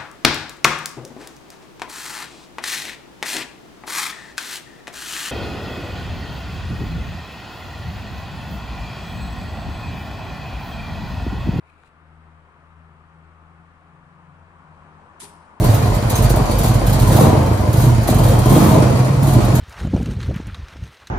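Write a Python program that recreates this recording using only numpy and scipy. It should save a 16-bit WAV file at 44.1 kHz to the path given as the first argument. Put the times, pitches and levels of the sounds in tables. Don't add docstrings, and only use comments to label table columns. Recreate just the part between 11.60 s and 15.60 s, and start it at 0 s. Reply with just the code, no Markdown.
import sys
import numpy as np
from scipy import signal
from scipy.io import wavfile

SR = 44100
rng = np.random.default_rng(int(sys.argv[2]) if len(sys.argv) > 2 else 0)


def output_pcm(signal):
    pcm = np.clip(np.atleast_2d(signal).T, -1, 1) * 32767
    wavfile.write(sys.argv[1], SR, np.round(pcm).astype(np.int16))


N = 176400
T = np.arange(N) / SR

# frequency_hz, correlation
PORT_LIKENESS = [(30, 0.3), (170, 1), (350, 0.73), (700, 1.05), (1300, 0.47), (2500, 0.26), (9000, -0.06)]
# frequency_hz, left_minus_right_db
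PORT_BALANCE = [(60, 3.5), (200, 6), (650, 2.5), (1260, 7), (2300, 0.5), (4200, 3), (7800, -3),
                (13000, 0.5)]
# frequency_hz, relative_density_db
WIND_SPECTRUM = [(20, 3), (40, 0), (70, 1.5), (120, -9.5), (250, -5), (600, -12.5), (1500, -6.5),
                 (2600, -17), (4000, -30), (6500, -43), (9000, -34.5), (10500, -44.5), (12500, -45.5),
                 (14000, -77)]
# frequency_hz, relative_density_db
TYRE_SPECTRUM = [(100, -8.5), (200, -3.5), (320, -3.5), (480, -7), (720, -2.5), (950, 0), (1220, -0.5),
                 (1550, -6.5), (2000, -15), (2650, -17.5), (3400, -27.5), (6000, -33), (9000, -32.5),
                 (12000, -62)]
# time_s, level_db
TYRE_SWELL = [(0, -61.5), (.55, -57.6), (1.1, -57.1), (1.7, -56.5), (2.85, -55), (3.05, -53), (3.3, -51),
              (3.55, -51), (3.8, -50.4), (4, -50.4)]
# time_s, centre_hz
TYRE_GLIDE = [(0, 1253), (2.4, 1133), (3.3, 1025), (4, 938)]
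# time_s, pitch_hz
EXHAUST_PITCH = [(0, 78.5), (.4, 79), (.7, 79.1), (1.1, 80.5), (1.6, 81), (2.1, 82.7), (2.5, 83.8),
                 (2.85, 85.64), (3.05, 87), (3.33, 90.5), (3.65, 95.5), (4, 98.5)]
# time_s, level_db
FUNDAMENTAL_LEVEL = [(0.0, -58), (0.2, -60), (0.29, -72), (0.36, -58), (0.48, -54), (0.71, -50.5),
                     (0.93, -60), (1.17, -50), (1.55, -55.5), (1.72, -51), (2.1, -55.5), (2.55, -61),
                     (2.83, -51.5), (3.05, -63), (3.3, -63), (4.0, -71)]
# time_s, level_db
OCTAVE_LEVEL = [(0, -68), (.3, -67.5), (.44, -58), (.58, -54), (.78, -56.5), (.87, -64.5), (1.25, -54.5),
                (1.47, -59), (1.57, -51), (1.72, -60), (2.02, -52.5), (2.15, -65.5), (2.3, -55.5),
                (2.7, -54.5), (2.86, -62.5), (3.0, -57), (3.25, -68), (4, -74)]
# time_s, pitch_hz, level_db
SECOND_DRONE = [(0, 134.3, -70), (.6, 139.3, -70.5), (1.2, 139.7, -68), (2.1, 141.8, -67),
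                (2.5, 144, -59.5), (2.78, 148.3, -57), (2.92, 152, -63.5), (3.12, 153.7, -51),
                (3.35, 156.5, -54.5), (3.5, 157.9, -64), (3.63, 162.2, -53.5), (4, 170, -69.5)]
# time_s, level_db
HUM_LEVEL = [(2.6, -84), (3.15, -54), (3.6, -63.5), (3.8, -54.5), (4, -73.5)]
# peak_s, half_width_s, level_db, band_hz, relative_hiss_db
NEAR_SCUFFS = [(.092, 0.038, -61.5, 2500, -11), (.21, 0.062, -67, 2570, -7.5),
               (.271, 0.014, -64.5, 2720, -3)]
# pitch_hz, level_db, t60_s
CLICK_MODES = [(1630, -52, 0.011), (3750, -52, 0.0044), (7000, -55, 0.0018)]
# start_s, unfiltered_level_db, left_minus_right_db
KNOCK_CONTACTS = [(3.5962, -40, 0), (3.6026, -22.5, -5), (3.608, -22.5, -4), (3.6122, -28.5, -1),
                  (3.6205, -31, 0), (3.6232, -28.5, 0), (3.627, -33, 1), (3.631, -34, 1), (3.6368, -31, 1)]
# frequency_hz, relative_density_db
GRIT_SPECTRUM = [(300, -3), (700, -6), (1500, -4.5), (2400, 0), (3200, -2), (4300, -0.5), (5500, -3),
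                 (7500, 0.5), (9600, 8.5), (11300, -2.5), (13000, -13), (15000, -36)]
# frequency_hz, left_minus_right_db
GRIT_LEAN = [(400, 11), (2300, 11), (4200, 12), (7800, -1), (10000, 3), (13000, 15)]
# frequency_hz, relative_density_db
SHELTER_SPECTRUM = [(200, -4), (700, -3), (2400, -1), (5000, 0.5), (7200, -4), (9200, 7), (11000, -8),
                    (13000, -42)]
# pitch_hz, level_db, t60_s
KNOCK_MODES = [(128, -61, 0.4), (181, -51, 0.4), (277, -51.5, 0.29), (351, -55.5, 0.34),
               (408.4, -44.5, 0.29), (957, -48.5, 0.5)]


def from_db(db):
    return 10 ** (np.asarray(db) / 20)


def in_time(rows):
    times, *columns = np.transpose(rows)
    return [np.interp(T, times, column) for column in columns]


def at_hz(rows, hz):
    frequencies, values = np.transpose(rows)
    return np.interp(np.log(hz), np.log(frequencies), values)


def pan(left_minus_right_db):
    gains = from_db(np.array([[left_minus_right_db], [-left_minus_right_db]]) / 2)
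    return gains / gains.mean()


def rms_one(x):
    return x / np.sqrt(np.mean(x ** 2) + 1e-20)


def drift(rate_hz):
    step, settle = 40, 2000
    pole = np.exp(-2 * np.pi * rate_hz * step / SR)
    white = rng.standard_normal(N // step + settle + 2)
    slow = signal.lfilter([1], [1, -2 * pole, pole * pole], white)[settle:]
    return np.interp(np.arange(N) / step, np.arange(len(slow)), rms_one(slow))


def band(x, low_hz, high_hz, order=2):
    return signal.sosfilt(signal.butter(order, [low_hz, high_hz], "band", fs=SR, output="sos"), x + 1e-18)


def ring(start_s, modes):
    age = np.maximum(T - start_s, 0)
    return sum((-1) ** k * from_db(db - 60 * age / t60_s) * np.sin(2 * np.pi * hz * age)
               for k, (hz, db, t60_s) in enumerate(modes))


def stereo_noise(spectrum, balance, flicker_db, grain=1):
    edges_hz = np.concatenate([np.geomspace(18, 700, 13)[:-1], np.geomspace(700, 7000, 13)[:-1],
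                               np.geomspace(7000, 16000, 9)])
    white = rng.standard_normal((2, 2, N)) * grain
    out = 0
    for k, (low, high) in enumerate(zip(edges_hz, edges_hz[1:])):
        mid, side = band(white[k % 2], low, high, order=3)
        hz = np.sqrt(low * high)
        alike = np.clip(at_hz(PORT_LIKENESS, hz), -.99, .99)
        gain = from_db(at_hz(spectrum, hz) + flicker_db * drift(21)) * pan(at_hz(balance, hz))
        out = out + gain * (np.sqrt(1 + alike) * mid + np.sqrt(1 - alike) * side * [[1], [-1]])
    return rms_one(out)


def wind():
    return from_db(-58) * stereo_noise(WIND_SPECTRUM, PORT_BALANCE, flicker_db=0.5)


def tyre_note(width_hz=283):
    centre_hz, = in_time(TYRE_GLIDE)
    white = rng.standard_normal((3, N)) + 1j * rng.standard_normal((3, N))
    slow = signal.sosfilt(signal.butter(2, width_hz / 2, fs=SR, output="sos"), white)
    note = (slow * np.exp(2j * np.pi * np.cumsum(centre_hz) / SR)).real
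    per_port, shared = note[:2], note[2]
    return rms_one(per_port + 1.06 * shared) * pan(6.0)


def tyres():
    level_db, = in_time(TYRE_SWELL)
    rush = stereo_noise(TYRE_SPECTRUM, PORT_BALANCE, flicker_db=1.1)
    note = from_db(-5.5 + 1.1 * drift(14)) * tyre_note()
    return from_db(level_db) * (rush + note)


def drone(hz, db, waver_db, jitter_hz):
    phase = 2 * np.pi * np.cumsum(hz + jitter_hz * drift(8.9)) / SR
    return np.sqrt(2) * from_db(db + waver_db * drift(11)) * np.sin(phase)


def engine():
    hz, = in_time(EXHAUST_PITCH)
    fundamental_db, = in_time(FUNDAMENTAL_LEVEL)
    octave_db, = in_time(OCTAVE_LEVEL)
    hum_db, = in_time(HUM_LEVEL)
    second_hz, second_db = in_time(SECOND_DRONE)
    exhaust = (drone(hz, fundamental_db, waver_db=0.55, jitter_hz=0.25)
               + drone(2 * hz, octave_db, waver_db=0.5, jitter_hz=0.33)
               + drone(3 * hz, octave_db - 19, waver_db=3.0, jitter_hz=2.45))
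    second = (drone(second_hz, second_db, waver_db=3.4, jitter_hz=0.7)
              + drone(1.29 * second_hz, second_db - 12, waver_db=3.5, jitter_hz=0.81))
    hum = drone(80.5, hum_db, waver_db=-0.8, jitter_hz=0.27)
    return (exhaust + second + hum) * pan(5.9)


def scuffs():
    out = 0
    for peak_s, half_width_s, db, hz, hiss_db in NEAR_SCUFFS:
        grains = rng.standard_normal((2, N)) * from_db(2.6 * drift(200))
        rub = rms_one(band(grains, hz * 0.88, hz * 1.045))
        hiss = rms_one(band(grains, 3000, 4240)) + from_db(-4) * rms_one(band(grains, 6000, 9800))
        swell = from_db(db) * np.exp(-.5 * ((T - peak_s) / half_width_s) ** 2)
        out = out + swell * (rub + from_db(hiss_db) * hiss)
    return out * pan(3.7)


def click(start_s=.2358, chirp_hz=1750, fall_s=.0037, fade_s=.006):
    age = np.maximum(T - start_s, 0)
    falling_hz = (age > 0) * chirp_hz * np.exp(-age / fall_s)
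    phase = 2 * np.pi * np.cumsum(falling_hz) / SR
    chirp = from_db(-48.5) * np.exp(-(age / fade_s) ** 2) * np.sin(phase)
    return (ring(start_s, CLICK_MODES) + chirp) * pan(5.5)


def contact_cracks(decay_s=.00063):
    bursts = 0
    for start_s, db, lean_db in KNOCK_CONTACTS:
        envelope = (T >= start_s) * np.exp(-np.abs(T - start_s) / decay_s)
        bursts = bursts + from_db(db) * pan(lean_db) * envelope * rng.standard_normal((2, N))
    return band(bursts, 7000, 10700, order=4) + from_db(-6.5) * band(bursts, 1200, 6100)


def knock_envelope(level_db, t60_s, start_s=3.595, rise_s=.015, hold_s=.025):
    age = T - start_s
    release_db = -60 * np.maximum(age - rise_s - hold_s, 0) / t60_s
    return np.clip(age / rise_s, 0, 1) * from_db(level_db + release_db)


def knock():
    cracks = contact_cracks()
    grit = stereo_noise(GRIT_SPECTRUM, GRIT_LEAN, flicker_db=1.3, grain=from_db(2 * drift(300)))
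    grit *= knock_envelope(level_db=-39, t60_s=0.22)
    tail = stereo_noise(SHELTER_SPECTRUM, PORT_BALANCE, flicker_db=1.5, grain=from_db(1.9 * drift(200)))
    tail *= knock_envelope(level_db=-50.5, t60_s=0.64)
    body = sum(ring(start_s=3.616 + .015 * rng.random(), modes=[mode]) for mode in KNOCK_MODES)
    return cracks + grit + tail + body * pan(6.2)


def scene(port_lag_s=.00017):
    left, right = engine() + tyres() + wind()
    late_left = np.pad(left, (int(port_lag_s * SR), 0), mode="edge")[:N]
    return np.array([late_left, right]) + knock() + scuffs() + click()


def record(dry):
    return signal.sosfilt(signal.cheby2(14, 70, 15800, fs=SR, output="sos"), dry)


dry = scene()
out = record(dry)
output_pcm(out)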